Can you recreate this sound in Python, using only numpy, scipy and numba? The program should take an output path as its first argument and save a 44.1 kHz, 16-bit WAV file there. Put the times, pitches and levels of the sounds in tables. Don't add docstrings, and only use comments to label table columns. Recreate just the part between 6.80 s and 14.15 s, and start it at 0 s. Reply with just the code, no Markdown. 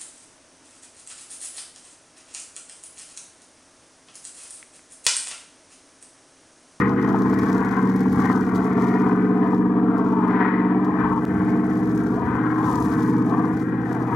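import sys
import numpy as np
from scipy import signal
from scipy.fft import rfft, irfft
from scipy.io import wavfile
from scipy.ndimage import uniform_filter1d
from numba import njit

SR = 44100
rng = np.random.default_rng(int(sys.argv[2]) if len(sys.argv) > 2 else 0)


def waveform_to_disk(signal):
    frames = np.transpose(np.atleast_2d(signal))
    scaled = np.clip(frames, -1, 1) * 32767
    samples = np.round(scaled).astype(np.int16)
    wavfile.write(sys.argv[1], SR, samples)


N = 324135
T = np.arange(N) / SR
HZ = np.maximum(np.arange(N // 2 + 1) * SR / N, 1)
CYLINDERS = 18
ANTIPHASE = np.array([[1], [-1]])

# (time [s], level [dB], top band relative to that [dB])
RUSTLE_SWELLS = [(0.0, -63.5, -6), (.14, -63.5, -13), (.6, -56, -8.5), (1.0, -61, -7.5), (1.3, -59, -11),
                 (1.45, -56, -7), (1.8, -58.5, -5.5), (2.3, -65.5, -9.5), (2.55, -72.5, -8),
                 (2.76, -65.5, -16.5), (2.9, -77, -27.5), (3.3, -70.5, -8.5), (3.6, -73, -12),
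                 (3.74, -85.5, -15.5), (4.3, -70.5, 1), (4.65, -61.5, -7), (4.8, -67.5, -5.5),
                 (5.1, -61, -5.5), (5.64, -71.5, -4), (5.87, -55.5, -2.5), (6.3, -61, -5), (6.7, -66, -4.5),
                 (6.84, -61.5, -1), (6.96, -77, -12), (7.1, -66, -5.5), (7.35, -66.5, -2)]
# (frequency [Hz], level [dB])
RUSTLE_SPECTRUM = [(1500, -22), (3000, -1), (4500, -1), (6000, 0), (7800, -8), (10000, -13)]


def engine_tones(cycle, shimmer_db=1.0, weak_shimmer_db=2.5):
    strong_orders = [7, 11, 14, 18, 25]
    mid_orders = [10, 12, 13, 15, 16, 17]
    # (order, level within the group [dB])
    low_orders = [(4, -9), (5, -20), (6, -19.5), (8, 2.5), (9, 0)]
    high_orders = [(19, 3), (20, 0), (21, 3), (22, -5), (23, -1), (24, 7.5), (26, 4.5), (27, 5), (28, -0.5),
                   (29, -8), (30, -15.5)]
    wavers = {10: [(6.4, 4, .3)], 11: [(1.25, 5.5, 0.26), (5.8, -9.5, 0.29)], 13: [(0.0, -0.5, 0.36),
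              (2.25, -6, .15), (6.3, 7.5, 0.64)], 14: [(0.0, -5, 0.13), (1.8, -8.5, 0.097),
              (3.6, -1.5, 0.099), (5.7, -2.5, 0.12)], 15: [(0.0, -4, 0.63), (1.35, 5.5, 0.36),
              (4.0, 4, 0.32), (6.3, 6, 0.9)], 16: [(1.8, -8.5, 0.37), (3.15, 8.5, 0.17),
              (4.5, -29.5, 0.096)], 17: [(.8, -2, 0.27), (1.4, 3.5, 0.25), (4.0, 6, .25), (6.45, 10, 0.31)],
              18: [(.55, 5.5, 0.6), (1.8, 2.5, 0.12), (5.4, -5.5, 0.13), (5.72, 5, 0.13),
              (7.1, -2.5, 0.23)], 25: [(2.5, 2, 0.86), (3.02, -10.5, 0.17)]}
    groups = [[(order, 0)] for order in strong_orders + mid_orders] + [low_orders, high_orders]
    gather_s = np.maximum(T - 3.7, 0)
    spread = .05 - .01112 * gather_s
    stack = 0
    for group, level_db in zip(groups, radiated_levels()):
        group_rms = np.sqrt(np.sum(undb(np.array(group)[:, 1]) ** 2) / 2)
        for order, db in group:
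            turns = order * cycle - .35 - .14 * gather_s
            turns -= spread * (order - 14) ** 2
            turns -= .02223 * (order - 11) * T
            turns -= .11 * (order % 2)
            shake_db = shimmer_db * walk(7) if len(group) == 1 else weak_shimmer_db * walk(4)
            if order not in strong_orders:
                turns += .07 * walk(2.5)
            turns += .04 * walk(9)
            gain = undb(level_db + db + shake_db + swells(wavers.get(order, []))) / group_rms
            sign = -1 if order == 11 else 1
            stack += sign * gain * np.cos(2 * np.pi * turns)
    return stack * undb(.8 * walk(35))


def radiated_levels():
    # (orders 7, 11, 14, 18, 25, 10, 12, 13, 15, 16, 17 [dB each], low group [dB], high group [dB])
    radiation = [(-33, -27, -30, -38.5, -36.5, -38, -53.5, -31.5, -30.5, -30, -32.5, -35, -30),
                 (-40.5, -22.5, -26, -28, -30.5, -50, -46, -33, -28, -31.5, -29, -40, -30),
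                 (-39.5, -25, -25, -23, -34.5, -39, -33, -37.5, -37.5, -41.5, -32, -38, -32),
                 (-32.5, -30.5, -29, -25.5, -54.5, -34, -33.5, -48, -35, -32, -39, -39, -33),
                 (-22, -43, -32, -25.5, -65, -32, -52, -54, -44, -34.5, -37, -39, -31)]
    # (time [s], stage of the turn [0-1], gain of all tones [dB])
    flight = [(0.0, 0, 3), (0.3, 0.06, 2.5), (0.9, 0.12, 0), (1.2, 0.07, 0), (1.7, 0.11, 1),
              (2.4, 0.23, 1.5), (2.8, 0.34, 1), (3.1, 0.35, 1.5), (3.6, 0.31, 0), (3.9, 0.4, -0.5),
              (4.4, 0.46, -2.5), (4.8, 0.51, 1), (5.1, 0.73, 1), (5.45, 0.62, 0), (5.7, 0.8, 1),
              (6.0, 0.76, -0.5), (6.35, 0.76, 2.5), (6.9, 0.72, -1), (7.35, 0.88, -1)]
    turn, gain_db = curves(flight)
    stages = np.linspace(0, 1, len(radiation))
    return [gain_db + np.interp(turn, stages, db) for db in np.transpose(radiation)]


def exhaust_pulses(cycle, cylinder_db):
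    firing = cycle * CYLINDERS
    index = firing.astype(int)
    chance = np.tanh(rng.standard_normal(index[-1] + 1))[index]
    size = undb(cylinder_db[index % CYLINDERS] + 4.4 * chance)
    bangs = unit(size * np.diff(index, prepend=index[0]))
    flow = .5 + size * np.exp(-(firing % 1) / .66)
    puffs = unit(flow * rng.standard_normal(N))
    return puffs + undb(-12) * bangs


def exhaust_roar(cycle, cylinder_db):
    # (time [s], level near 720 Hz [dB], main level [dB], main centre [Hz],
    # level near 1.4 kHz [dB], level near 1.8 kHz [dB])
    contour = [(0.0, -51, -24, 1175, -26.5, -26), (0.12, -29, -32, 1035, -40.5, -44),
               (0.18, -38.5, -32, 1140, -34, -35), (0.35, -23, -27, 942, -33.5, -41.5),
               (0.39, -31.5, -29.5, 1020, -38, -44.5), (0.65, -31.5, -32.5, 940, -40, -40.5),
               (0.96, -34.5, -28, 1080, -31, -38), (1.06, -36, -31, 900, -41, -42),
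               (1.33, -33.5, -36.5, 1137, -40, -43), (1.39, -35.5, -29.5, 1150, -35.5, -42),
               (1.49, -32, -31, 1120, -35, -35), (1.6, -32.5, -28.5, 997, -34, -55),
               (1.62, -37.5, -37.5, 1100, -35, -39), (1.76, -31.5, -32.5, 1008, -36.5, -42),
               (2.17, -30.5, -30, 1036, -38, -37), (2.5, -36, -34, 1080, -36.5, -43),
               (2.64, -27.5, -29.5, 870, -42, -41.5), (2.78, -36, -32, 977, -45.5, -47),
               (3.07, -32.5, -33, 1022, -40.5, -46.5), (3.38, -29.5, -27, 916, -40, -46),
               (3.64, -28, -26, 983, -31, -32), (3.83, -35, -33, 926, -39.5, -38),
               (4.07, -30.5, -31.5, 1060, -50, -46), (4.22, -30.5, -28, 1023, -30.5, -34),
               (4.38, -35, -28, 963, -43, -47.5), (4.44, -34, -36, 1073, -40.5, -44),
               (4.79, -31, -32, 1010, -38.5, -42), (5.04, -35, -38.5, 980, -42.5, -46),
               (5.28, -38.5, -36, 1030, -39.5, -46.5), (5.4, -27, -26, 955, -41, -44.5),
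               (5.49, -33.5, -29.5, 984, -32.5, -39), (5.73, -33.5, -28.5, 1015, -34, -42.5),
               (5.87, -31.5, -28.5, 963, -40, -45), (6.2, -31, -31, 950, -38.5, -43.5),
               (6.26, -62.5, -30.5, 966, -41.5, -44), (6.47, -29.5, -35.5, 980, -43.5, -48),
               (6.55, -27.5, -27.5, 986, -44, -43.5), (6.86, -40, -40.5, 1056, -43, -43.5),
               (7.27, -30.5, -34, 1038, -41, -44.5), (7.35, -36.5, -31, 1007, -41, -41)]
    side_hz = [393.4, 716.5, 1401, 1840, 2235]
    widths = [278, 352, 396, 480, 520, 465]
    below_db, main_db, main_hz, above_db, high_db = curves(contour)
    low_db = -33 + .26 * (main_db - main_db.mean())
    below_db = np.maximum(below_db, main_db - 11)
    centres = side_hz[:2] + [main_hz] + side_hz[2:]
    levels = low_db, below_db, main_db, above_db, high_db, high_db - 8.5
    exhaust = exhaust_pulses(cycle, cylinder_db)
    delay_s = .0045 + .0006 * walk(2.5)
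    exhaust = exhaust + undb(-8) * np.interp(T - delay_s, T, exhaust)
    ragged_db = .9 * walk(18)
    roar = 0
    for hz, width, db in zip(centres, widths, levels):
        band = resonance(exhaust, hz * (1 + .03 * walk(4)), width)
        roar += undb(db + ragged_db + walk(11)) * unit(band)
    return roar


def exhaust_cracks():
    # (time [s], level [dB], pitch [Hz])
    cracks = [(0.345, -9, 900), (0.825, -15, 973), (1.258, -17.5, 973), (1.374, -14, 1134),
              (1.499, -10, 1094), (2.732, -13.5, 894), (2.869, -27, 984), (4.14, -16.5, 1044),
              (4.258, -16.5, 970), (6.013, -17.5, 1010), (6.531, -23.5, 1010), (6.646, -13.5, 990)]
    return bursts(cracks, cycles=2.65, rise=.71)


def scattered_roar(cycle, cylinder_db, centre_hz=2450, width_hz=3000):
    band = 1j * HZ * width_hz / (centre_hz ** 2 - HZ ** 2 + 1j * HZ * width_hz)
    thin_roar = filtered(exhaust_roar(cycle, cylinder_db), band ** 3)
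    return undb(-5) * ports(thin_roar) * ANTIPHASE


def wind_buffets(thump_db=-38.5, flutter_db=-40.5):
    # (time [s], boost [dB], half length [s])
    gusts = [(0.0, 12.5, 0.1), (.65, 3, 0.22), (1.37, 7.5, 0.091), (1.83, 5, 0.13), (4.25, 13.5, 0.14),
             (4.582, 12.5, 0.096), (5.5, 12, 0.13), (5.968, 11, 0.15), (6.775, 5, 0.063), (7.35, 15, 0.069)]
    # (frequency [Hz], level [dB])
    thump_spectrum = [(20, -41), (40, -19.5), (65, -4.5), (100, 1), (200, 3), (450, -16.5)]
    flutter_spectrum = [(20, -15.5), (50, -15.5), (100, 1), (300, -6), (450, -6.5), (900, -27)]
    rustle_db, _ = curves(RUSTLE_SWELLS)
    surge_db = swells(gusts) + .42 * (rustle_db - rustle_db.mean())
    thump = undb(thump_db + surge_db + 1.7 * walk(6.6)) * wind_noise(thump_spectrum)
    flutter = undb(flutter_db + 2.5 * walk(8)) * wind_noise(flutter_spectrum)
    return thump + flutter * ANTIPHASE


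def close_rustle(hiss_db=-69.5):
    # (frequency [Hz], level [dB])
    top_spectrum = [(4000, -24), (6000, 1), (7500, -1.5), (8800, -3.5), (10500, 0.5), (13500, -13),
                    (15000, -12.5), (16000, -24.5)]
    hiss_spectrum = [(2200, -22), (3000, -19.5), (4200, -9.5), (8000, -6), (15500, -16.5)]
    rustle_db, top_db = curves(RUSTLE_SWELLS)
    flurry_db = 1.3 * walk(6) + 1.2 * walk(40) + 1.8 * walk(160)
    bed = undb(hiss_db) * np.array([colour(rng.standard_normal(N), hiss_spectrum) for _ in range(2)])
    for spectrum, db in ((RUSTLE_SPECTRUM, rustle_db), (top_spectrum, rustle_db + top_db)):
        grain_db = flurry_db + 1.6 * walk(60) + 4.2 * walk(500)
        grains = undb(grain_db) * rng.standard_normal((3, N))
        both, left, right = (colour(noise, spectrum) for noise in grains)
        bed += undb(db) * (both + 1.31 * np.array([left, right]))
    return np.array([ports(bed[0])[0], ports(bed[1])[1]])


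def close_ticks(tail_s=.01, tail_db=-24.5):
    # (time [s], level [dB], snap relative to that [dB], left minus right [dB])
    ticks = [(0.539, -24, -13, 2), (0.589, -20, -5, 12), (0.8485, -24, -13, 8), (0.9118, -24.5, -9, 15),
             (1.1623, -24, -1, 6), (1.2067, -21, -7, 10), (1.3295, -30, 7, -2.0), (1.4556, -22.5, -17, 17),
             (1.7579, -19.5, -9.5, 11), (2.2223, -45.5, -9.5, 1), (2.6737, -37, -3, 5),
             (3.1815, -29.5, -4.5, -1), (3.48, -37, 1.5, -3), (4.0467, -25.5, -23, 10),
             (4.5755, -45, -16, 12), (5.8556, -38, -4, -13), (6.0437, -32, 2, -1.0), (6.2058, -30, -8, -9)]
    knocks = [bursts([(s, db + side * pan_db / 2, 4800) for s, db, _, pan_db in ticks], cycles=.52)
              for side in (1, -1)]
    snaps = bursts([(s, db + snap_db, 11000) for s, db, snap_db, _ in ticks], cycles=1.4)
    tails = sum(undb(db + tail_db) * (T > s) * np.exp(-abs(T - s) / tail_s) for s, db, *_ in ticks)
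    grains = colour(undb(3 * walk(600)) * rng.standard_normal(N), RUSTLE_SPECTRUM)
    return np.array(knocks) + ports(snaps + tails * grains)


def ports(x):
    # (frequency [Hz], left minus right [dB], left's phase lead [rad])
    image = [(60, 1, -0.33), (393, 0.06, 0.41), (660, 2, 0.47), (900, 8.5, 0.21), (1100, 7, 1),
             (1750, 11.5, -1.4), (2080, 3.5, 0.65), (2980, 6, 0.95), (6000, 0.5, -0.086), (8850, -2, 0.4),
             (15000, -10, -.6)]
    db, lead = over_hz(image)
    return np.array([filtered(x, undb(side * db / 2) * np.exp(.5j * side * lead)) for side in (1, -1)])


def dropout(x, at_s=4.4524, fade_out_s=.003, fade_in_s=.016, click_db=-22):
    since = T - at_s
    gain = np.where(since < 0, -since / fade_out_s, since / fade_in_s)
    click = undb(click_db) * np.exp(np.minimum(since, 0) / .0006) * (since < 0)
    return x * np.minimum(gain, 1) + click


def bursts(events, cycles, rise=.5):
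    length = 2000
    t = np.arange(length) / SR
    track = np.zeros(N + length)
    for s, db, hz in events:
        start = int(s * SR)
        envelope = (1 - np.exp(-(t * hz / rise) ** 2)) * np.exp(-t * hz / cycles)
        track[start:start + length] += undb(db) * envelope * np.sin(2 * np.pi * hz * t)
    return track[:N]


@njit
def resonance(x, hz, width):
    y, band, low = np.empty(len(x)), np.zeros(3), np.zeros(3)
    for i in range(len(x)):
        g, damping, sample = np.tan(np.pi * hz[i] / SR), width / hz[i], x[i]
        for j in range(3):
            v = (band[j] + g * (sample - low[j])) / (1 + g * (g + damping))
            band[j] = 2 * v - band[j]
            low[j] += 2 * g * v
            sample = damping * v
        y[i] = sample
    return y


def wind_noise(spectrum):
    return colour(rng.standard_normal(N), spectrum + [(3000, -90)])


def walk(rate):
    hold = int(SR / rate)
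    steps = np.repeat(rng.standard_normal(N // hold + 1), hold)
    return 1.3 * uniform_filter1d(uniform_filter1d(steps, hold), hold)[:N]


def swells(events):
    return sum(db * np.exp(-((T - s) / half_s) ** 2) for s, db, half_s in events)


def colour(x, spectrum):
    return unit(filtered(x, undb(over_hz(spectrum)[0])))


def filtered(x, gain):
    return irfft(rfft(x) * gain, N)


def curves(table):
    s, *columns = np.transpose(table)
    return [np.interp(T, s, c) for c in columns]


def over_hz(table):
    hz, *columns = np.transpose(table)
    return [np.interp(np.log(HZ), np.log(hz), c) for c in columns]


def undb(db):
    return 10 ** (np.asarray(db) / 20)


def unit(x):
    return x / np.sqrt(np.mean(x ** 2))


def scene():
    # (time [s], firing rate [Hz])
    speed = [(0.0, 319.7), (0.4, 315.6), (0.8, 312.0), (1.6, 308.2), (2.0, 306.7), (2.8, 306.7),
             (3.6, 307.1), (4.0, 307.0), (4.4, 308.0), (5.2, 309.9), (5.6, 310.4), (6.0, 310.0),
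             (6.4, 311.7), (6.8, 312.6), (7.2, 313.1), (7.35, 312.5)]
    cycle = np.cumsum(curves(speed)[0]) / CYLINDERS / SR
    cylinder_db = 2.2 * rng.standard_normal(CYLINDERS)
    plane = engine_tones(cycle) + exhaust_roar(cycle, cylinder_db) + exhaust_cracks()
    scattered = scattered_roar(cycle, cylinder_db)
    return ports(plane) + scattered + wind_buffets() + close_rustle() + close_ticks()


def record(dry, top_hz=15700):
    # (zero [Hz], zero width [Hz], pole [Hz], pole width [Hz])
    notches = [(594, 8, 620, 220), (2700, 60, 2720, 500)]
    gain = 1
    for hz, width, pole_hz, pole_width in notches:
        gain *= (hz ** 2 - HZ ** 2 + 1j * HZ * width) / (pole_hz ** 2 - HZ ** 2 + 1j * HZ * pole_width)
    high_cut = signal.ellip(10, .2, 80, top_hz, fs=SR, output="sos")
    return signal.sosfilt(high_cut, dropout(filtered(dry, gain)))


dry = scene()
out = record(dry)
waveform_to_disk(out)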